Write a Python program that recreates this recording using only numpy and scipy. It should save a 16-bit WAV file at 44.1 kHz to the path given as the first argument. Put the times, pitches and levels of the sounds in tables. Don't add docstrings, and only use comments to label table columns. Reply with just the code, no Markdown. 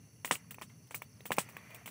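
import sys
import numpy as np
from scipy import signal
from scipy.fft import rfft, irfft
from scipy.io import wavfile

SR = 44100
rng = np.random.default_rng(int(sys.argv[2]) if len(sys.argv) > 2 else 0)


def boost_factor(decibels):
    exponent = np.asarray(decibels, float) / 20
    return 10 ** exponent


def digitize_waveform(pressure):
    field = np.atleast_2d(pressure).T
    bounded = np.clip(field, -1, 1)
    quanta = np.round(bounded * 32767).astype(np.int16)
    wavfile.write(sys.argv[1], SR, quanta)


N = 83790

# pitch_hz, level_db
FLAME_SPECTRUM = [(18, -75), (30, -56), (54, -27), (69, -13.5), (118, 2.5), (257, -10), (362, -22.5),
                  (429, -18.5), (900, -56), (1170, -74.5), (1980, -120)]
# pitch_hz, level_db
AIR_SPECTRUM = [(290, -15), (500, 9), (2810, -0.5), (3860, -4.5), (4400, 6.5), (4930, -52), (6030, -2),
                (7600, -13), (15600, -6)]
# pitch_hz, width_hz, level_db
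INSECT_BANDS = [(2770, 270, -81.5), (4533, 110, -80), (5530, 400, -78.5), (6015, 550, -72),
                (14700, 1600, -79.5), (9050, 4900, -76.5), (10270, 840, -76.5)]
# pitch_hz, level_db
BLOW_SPECTRUM = [(180, -47.5), (300, -16), (464, -7), (601, -10), (1800, -3.5), (2000, -1.5), (4240, -27),
                 (4600, -15), (5000, -40), (6500, -60), (11000, -120)]
# time_s, level_db
GAS_FLOW = [(0, -76.5), (.3, -78), (.38, -64), (.5, -72.5), (.66, -78), (1.25, -72.5), (1.38, -58.5),
            (1.5, -61), (1.65, -59.5), (1.72, -57), (1.8, -59), (1.9, -71)]
# pitch_hz, width_hz, level_db
BARK_WHISTLES = [(614, 39, -14), (1107, 44, -20.5), (2027, 44, -16.5), (2400, 74, -13), (2763, 110, -21.5)]
# dip_s, push_peak_db, push_pitch_hz, log_ring_db
POCKET_BURSTS = [(0.2475, -34.5, 1110, 12.5), (.2488, -38, 1080, 2), (0.2478, -41, 480, -4),
                 (.2766, -53, 1040, 0), (0.3106, -16.5, 990, 4), (0.353, -47.5, 1210, -2),
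                 (0.5443, -51, 1040, 7), (0.5845, -39.5, 790, 0), (0.615, -37, 1010, -5),
                 (0.6197, -34.5, 980, 2), (0.9099, -42, 895, 4.5), (0.9445, -39, 860, 4.5),
                 (1.0201, -34.5, 1020, 3.5), (1.207, -47, 453, -1), (1.2559, -39, 710, 1),
                 (1.3067, -21, 675, -7), (1.3105, -32.5, 680, -9), (1.3186, -22, 1070, -2.5),
                 (1.368, -61, 1000, 0), (1.379, -34, 644, -14), (1.3836, -14, 810, -11),
                 (1.3873, -27, 690, -13), (1.4886, -47, 800, -3), (1.5677, -40, 700, -8),
                 (1.706, -51, 810, -4), (1.7447, -46.5, 666, -3), (1.859, -43, 824, -13),
                 (1.8767, -40.5, 910, -4)]
# pitch_hz, width_hz, level_db
LOG_MODES = [(505, 130, -15), (606, 60, -25), (990, 155, -5)]
# peak_s, peak_db, lower_mode_hz, upper_mode_hz, upper_mode_db
WOOD_RINGS = [(0.247, -27.5, 1930, 2320, -1), (.2482, -33, 3100, 3450, -5), (.2585, -40, 2040, 2600, -10),
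              (0.2756, -38.5, 1950, 2800, -6), (0.3106, -17, 1927, 2890, -3), (.3125, -28, 2330, 3300, -3),
              (.3205, -29, 2370, 3650, 6), (0.3546, -30.5, 2230, 2820, 5), (0.5076, -41.5, 1840, 2480, -3),
              (.509, -46, 2890, 3300, -4.5), (0.544, -42, 1930, 2510, 6), (.5845, -45, 1850, 2400, 7),
              (0.6134, -40, 1850, 2380, 2), (0.6188, -41.5, 1700, 2510, 9), (.699, -58, 2080, 2400, -11),
              (.91, -45, 2100, 2650, -3), (0.9446, -30, 1750, 2290, 8.5), (.946, -42.5, 2800, 3310, 0),
              (1.0197, -33, 1790, 2265, 4), (1.021, -44.5, 2720, 3130, -7), (1.206, -47, 2000, 2590, -5),
              (1.2065, -51, 3320, 3780, 2), (1.256, -38, 1740, 2230, 1), (1.257, -42, 2610, 3300, 3),
              (1.3068, -34, 2300, 2850, -6), (1.3185, -22.5, 1790, 2130, 1), (1.319, -29, 2770, 3310, -10),
              (1.367, -43, 2180, 2800, -9), (1.3837, -22, 2365, 2740, -6.5), (1.3858, -32, 1590, 2100, -2),
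              (1.386, -30.5, 2830, 3460, 0), (1.488, -43.5, 2050, 2470, 0), (1.5667, -35, 1670, 2430, 2.5),
              (1.5675, -38.5, 1200, 1980, 9), (1.568, -48, 2770, 3200, -3), (1.7455, -46, 2400, 3360, -4),
              (1.859, -38.5, 2210, 2960, 1), (1.877, -38.5, 2120, 2560, -9), (1.878, -42.5, 1380, 2920, -7)]
# start_s, hiss_db, length_s, low_part_db, shrill_part_db
GAS_JETS = [
    (0.2465, -36, 0.047, -3.5, 0.5),
    (0.311, -27.5, 0.063, -3.5, -9),
    (0.351, -45, 0.021, 6.5, 14),
    (0.6184, -44.5, 0.044, 2, -1),
    (0.945, -39, 0.048, -5.5, 6),
    (1.254, -45.5, 0.051, -1, 8),
    (1.3175, -36, 0.042, 2, -1),
    (1.383, -29, 0.054, -2.5, -5.5),
]
# pitch_hz, level_db
JET_LOW_SPECTRUM = [(88, -33), (150, 2.5), (894, -1), (1210, 1), (1540, -1), (2940, 1.5), (4610, -10),
                    (4990, -28), (7000, 0), (9100, -45), (15400, -120)]
# pitch_hz, level_db
JET_TOP_SPECTRUM = [(2350, -9), (4000, -2.5), (5020, -7), (6310, -8.5), (8150, 0), (11800, -12.5),
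                    (13500, -13.5), (14900, -5.5), (15600, 1)]
# start_s, hiss_db, length_s, low_part_db, shrill_part_db
FAINT_PUFFS = [(0.273, -54.5, 0.073, 2.5, 13.5), (0.508, -49, 0.037, 1, 9), (1.366, -50.5, 0.038, -1, 9),
               (1.746, -52, 0.037, 0.5, 9.5), (1.859, -49.5, 0.042, 2, 9.5), (0.519, -54, 0.016, -14, 4),
               (0.5437, -56, 0.019, 7.5, 9), (0.589, -68, 0.034, 9.5, 4), (0.614, -55, 0.0049, 3, 10),
               (0.693, -71, 0.054, 10.5, 3), (0.871, -62.5, 0.019, 1, 7.5), (0.908, -52, 0.054, 3, 0),
               (1.02, -52.5, 0.0075, -10, 15.5), (1.023, -58.5, 0.041, 5, 6), (1.207, -69, 0.033, 4, 8),
               (1.3056, -54, 0.029, 10, 4), (1.489, -57, 0.054, 1.5, 8), (1.567, -53.5, 0.016, -1, 12),
               (1.576, -70, 0.051, 15, -1), (1.704, -64, 0.032, 11.5, 6), (1.874, -51, 0.081, 1.5, 4)]
# start_s, level_db
LOG_THUDS = [
    (0.3106, -60.5),
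    (1.3075, -22),
    (1.382, -22.5),
]
# start_s, level_db
BIRD_CHIPS = [
    (.672, -69),
    (.83, -72),
    (.872, -69),
    (.915, -71),
    (1.115, -69),
    (1.158, -69),
    (1.203, -70),
    (1.445, -67),
    (1.49, -67),
]
# start_s, length_s, level_db, pitch_hz
SAP_SQUEAKS = [
    (0.702, .016, -65, 2170),
    (1.576, .024, -55, 1140),
    (1.604, 0.018, -58, 2010),
    (1.708, .022, -58, 2490),
    (1.727, .022, -60, 676),
    (1.812, 0.024, -60, 725),
]

PUSH_LEAD_S, RING_LEAD_S = 2 / 1000, 0.0006


def evened(x):
    return x / np.sqrt(np.mean(x ** 2) + 1e-20)


def coloured(points, size=N):
    f, db = np.transpose(points)
    hz = np.fft.rfftfreq(size, 1 / SR)
    gain = boost_factor(np.interp(np.log(hz + 1), np.log(f + 1), db, left=-80))
    return evened(irfft(rfft(rng.standard_normal(size)) * gain, size))


def drift(per_s, size=N):
    settle = 4000
    low_pass = signal.butter(2, per_s, fs=SR)
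    return evened(signal.lfilter(*low_pass, rng.standard_normal(size + settle))[settle:])


def resonate(x, hz, width):
    turn = np.exp(2j * np.pi * hz * np.arange(len(x)) / SR)
    r = np.exp(-np.pi * width / SR)
    return 2 * (turn * signal.lfilter([1 - r], [1, -r], x / turn)).real


def narrow_noise(hz, width):
    once = resonate(rng.standard_normal(N), hz, width)
    return evened(resonate(once, hz, width))


def band(x, edges, kind):
    return signal.sosfilt(signal.butter(4, edges, kind, fs=SR, output="sos"), x)


def add(mix, s, sound):
    part = mix[round(s * SR):][:len(sound)]
    part += sound[:len(part)]


def flame():
    return boost_factor(-59 + 1.23 * drift(11.0)) * coloured(FLAME_SPECTRUM)


def forest():
    throb_per_s, throb_db = 45, 1.1
    out = boost_factor(-75.5 + 2.0 * drift(7.5)) * coloured(AIR_SPECTRUM)
    for hz, width, db in INSECT_BANDS:
        choir = narrow_noise(hz, width)
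        out = out + boost_factor(db + throb_db * drift(throb_per_s)) * choir
    return out


def blowing_log():
    flutter_per_s, flutter_db, fizz_db = 12.5, 4.5, -9.5
    s, db = np.transpose(GAS_FLOW)
    rush = coloured(BLOW_SPECTRUM)
    low = band(rush, 1260, "low") * boost_factor(2.45 * drift(40))
    high = band(rush, 1920, "high") * boost_factor(0.47 * drift(64))
    for hz, width, whistle_db in BARK_WHISTLES:
        flutter = boost_factor(whistle_db + flutter_db * drift(flutter_per_s))
        high = high + flutter * narrow_noise(hz, width)
    fizz = boost_factor(fizz_db) * band(rng.standard_normal(N), 6000, "high")
    flow = boost_factor(np.interp(np.arange(N) / SR, s, db))
    return flow * (low + high + fizz)


def pop(push_db, hz, log_db):
    push_cycles = 0.65
    lean = 0.15
    t = np.arange(3000) / SR
    u = (t - PUSH_LEAD_S) * hz
    swell = np.exp(-(u / push_cycles) ** 2 * 2) * (1 - lean * np.tanh(2 * u))
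    push = -np.cos(2 * np.pi * u) * swell
    body = sum(boost_factor(db + 3 + log_db) * resonate(push, f, w) for f, w, db in LOG_MODES)
    return boost_factor(push_db) * (push + body)


def ring(peak_db, low_hz, up_hz, up_db):
    rise_s, upper_lag_s, width_hz = 0.000788, 0.000579, 307
    splinter_s, splinter_db = 0.016, -18.5
    t = np.arange(2000) / SR
    envelope = np.exp(-t / splinter_s) * (1 - np.exp(-t / rise_s))
    splinters = boost_factor(splinter_db) * envelope * rng.standard_normal(len(t))
    out = 0
    for hz, db, at in ((low_hz, 0, rise_s), (up_hz, up_db, rise_s + upper_lag_s)):
        knock = -np.exp(-((t - at) / rise_s) ** 2 * 3) * np.cos(2 * np.pi * hz * (t - at))
        mode = resonate(knock + splinters, hz, 3 * width_hz)
        out = out + boost_factor(db) * resonate(mode, hz, width_hz)
    return boost_factor(peak_db) * out / abs(out).max()


def jet(hiss_db, length, low_db, shrill_db):
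    size = 6000
    split_hz, shrill_hz = 4880, 12300
    low_sputter_db, mid_sputter_db, shrill_sputter_db = 1.5, 1.3, 4.5
    rise_s, low_rise_s = 0.00063, 0.0027
    low_fade_db, fade_db, fade_bend = -32.5, -24, 1.5
    crack_lag_s, crack_s, crack_db = 0.0022, 0.0011, 3.5
    t = np.arange(size) / SR
    u = t / max(length, 0.005)
    rise = 1 - np.exp(-(t / rise_s) ** 2)
    low = band(coloured(JET_LOW_SPECTRUM, size), split_hz, "low")
    top = band(coloured(JET_TOP_SPECTRUM, size), split_hz, "high")
    mid = band(top, shrill_hz, "low") * boost_factor(mid_sputter_db * drift(260, size))
    shrill = band(top, shrill_hz, "high") * boost_factor(shrill_db + shrill_sputter_db * drift(330, size))
    low = low * boost_factor(low_db + low_fade_db * u + low_sputter_db * drift(130, size))
    low = low * (1 - np.exp(-(t / low_rise_s) ** 2))
    crack = band(rng.standard_normal(size), [5000, 8500], "band")
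    crack = boost_factor(crack_db) * np.exp(-((t - crack_lag_s) / crack_s) ** 2) * crack
    treble = (mid + shrill) * boost_factor(fade_db * u ** fade_bend)
    return boost_factor(hiss_db) * rise * (treble + low + crack)


def puff(*row):
    spit_s, spit_db = 0.0011, 6.5
    sound = jet(*row)
    t = np.arange(len(sound)) / SR
    return sound * (1 + boost_factor(spit_db) * np.exp(-(t / spit_s) ** 2))


def thud(db):
    pitch_hz, decay_s, rise_s = 174, 0.0052, 0.0072
    t = np.arange(3000) / SR
    envelope = np.exp(-t / decay_s) * (1 - np.exp(-t / rise_s))
    return -boost_factor(db) * np.sin(2 * np.pi * pitch_hz * t) * envelope


def chip(db):
    length_s, from_hz, to_hz, blur_hz = 0.024, 5600, 4750, 70
    u = np.arange(0, length_s, 1 / SR) / length_s
    hz = from_hz + (to_hz - from_hz) * u + blur_hz * drift(400, len(u))
    return boost_factor(db) * np.sin(np.pi * u) * np.sin(2 * np.pi * np.cumsum(hz) / SR)


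def squeak(length, db, hz):
    sag = 0.062
    u = np.arange(0, length, 1 / SR) / length
    phase = 2 * np.pi * np.cumsum(hz * (1 - sag * u)) / SR
    return boost_factor(db) * np.sin(np.pi * np.sqrt(u)) * np.sin(phase)


def scene():
    echo_s, echo_share = 0.001366, 0.079
    low_cut_hz = 98
    knocks, gas = np.zeros(N), np.zeros(N)
    layers = (
        (knocks, POCKET_BURSTS, pop, PUSH_LEAD_S),
        (knocks, WOOD_RINGS, ring, RING_LEAD_S),
        (gas, LOG_THUDS, thud, 0),
        (gas, GAS_JETS, jet, 0),
        (gas, FAINT_PUFFS, puff, 0),
        (gas, BIRD_CHIPS, chip, 0),
        (gas, SAP_SQUEAKS, squeak, 0),
    )
    for mix, table, source, lead in layers:
        for s, *row in table:
            add(mix, s - lead, source(*row))
    knocks = knocks - echo_share * np.roll(knocks, round(echo_s * SR))
    events = band(knocks + gas, low_cut_hz, "high")
    return (events + flame() + forest() + blowing_log())[None]


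def top_cut(x):
    return signal.sosfilt(signal.butter(12, 16790, fs=SR, output="sos"), x)


def record(dry):
    edge_hz, above_db = 15650, -44
    low_pass = signal.firwin(401, edge_hz, window=("kaiser", 7), fs=SR)
    kept = signal.oaconvolve(dry, low_pass[None], "same")
    return top_cut(kept + boost_factor(above_db) * (dry - kept))


dry = scene()
out = record(dry)
digitize_waveform(out)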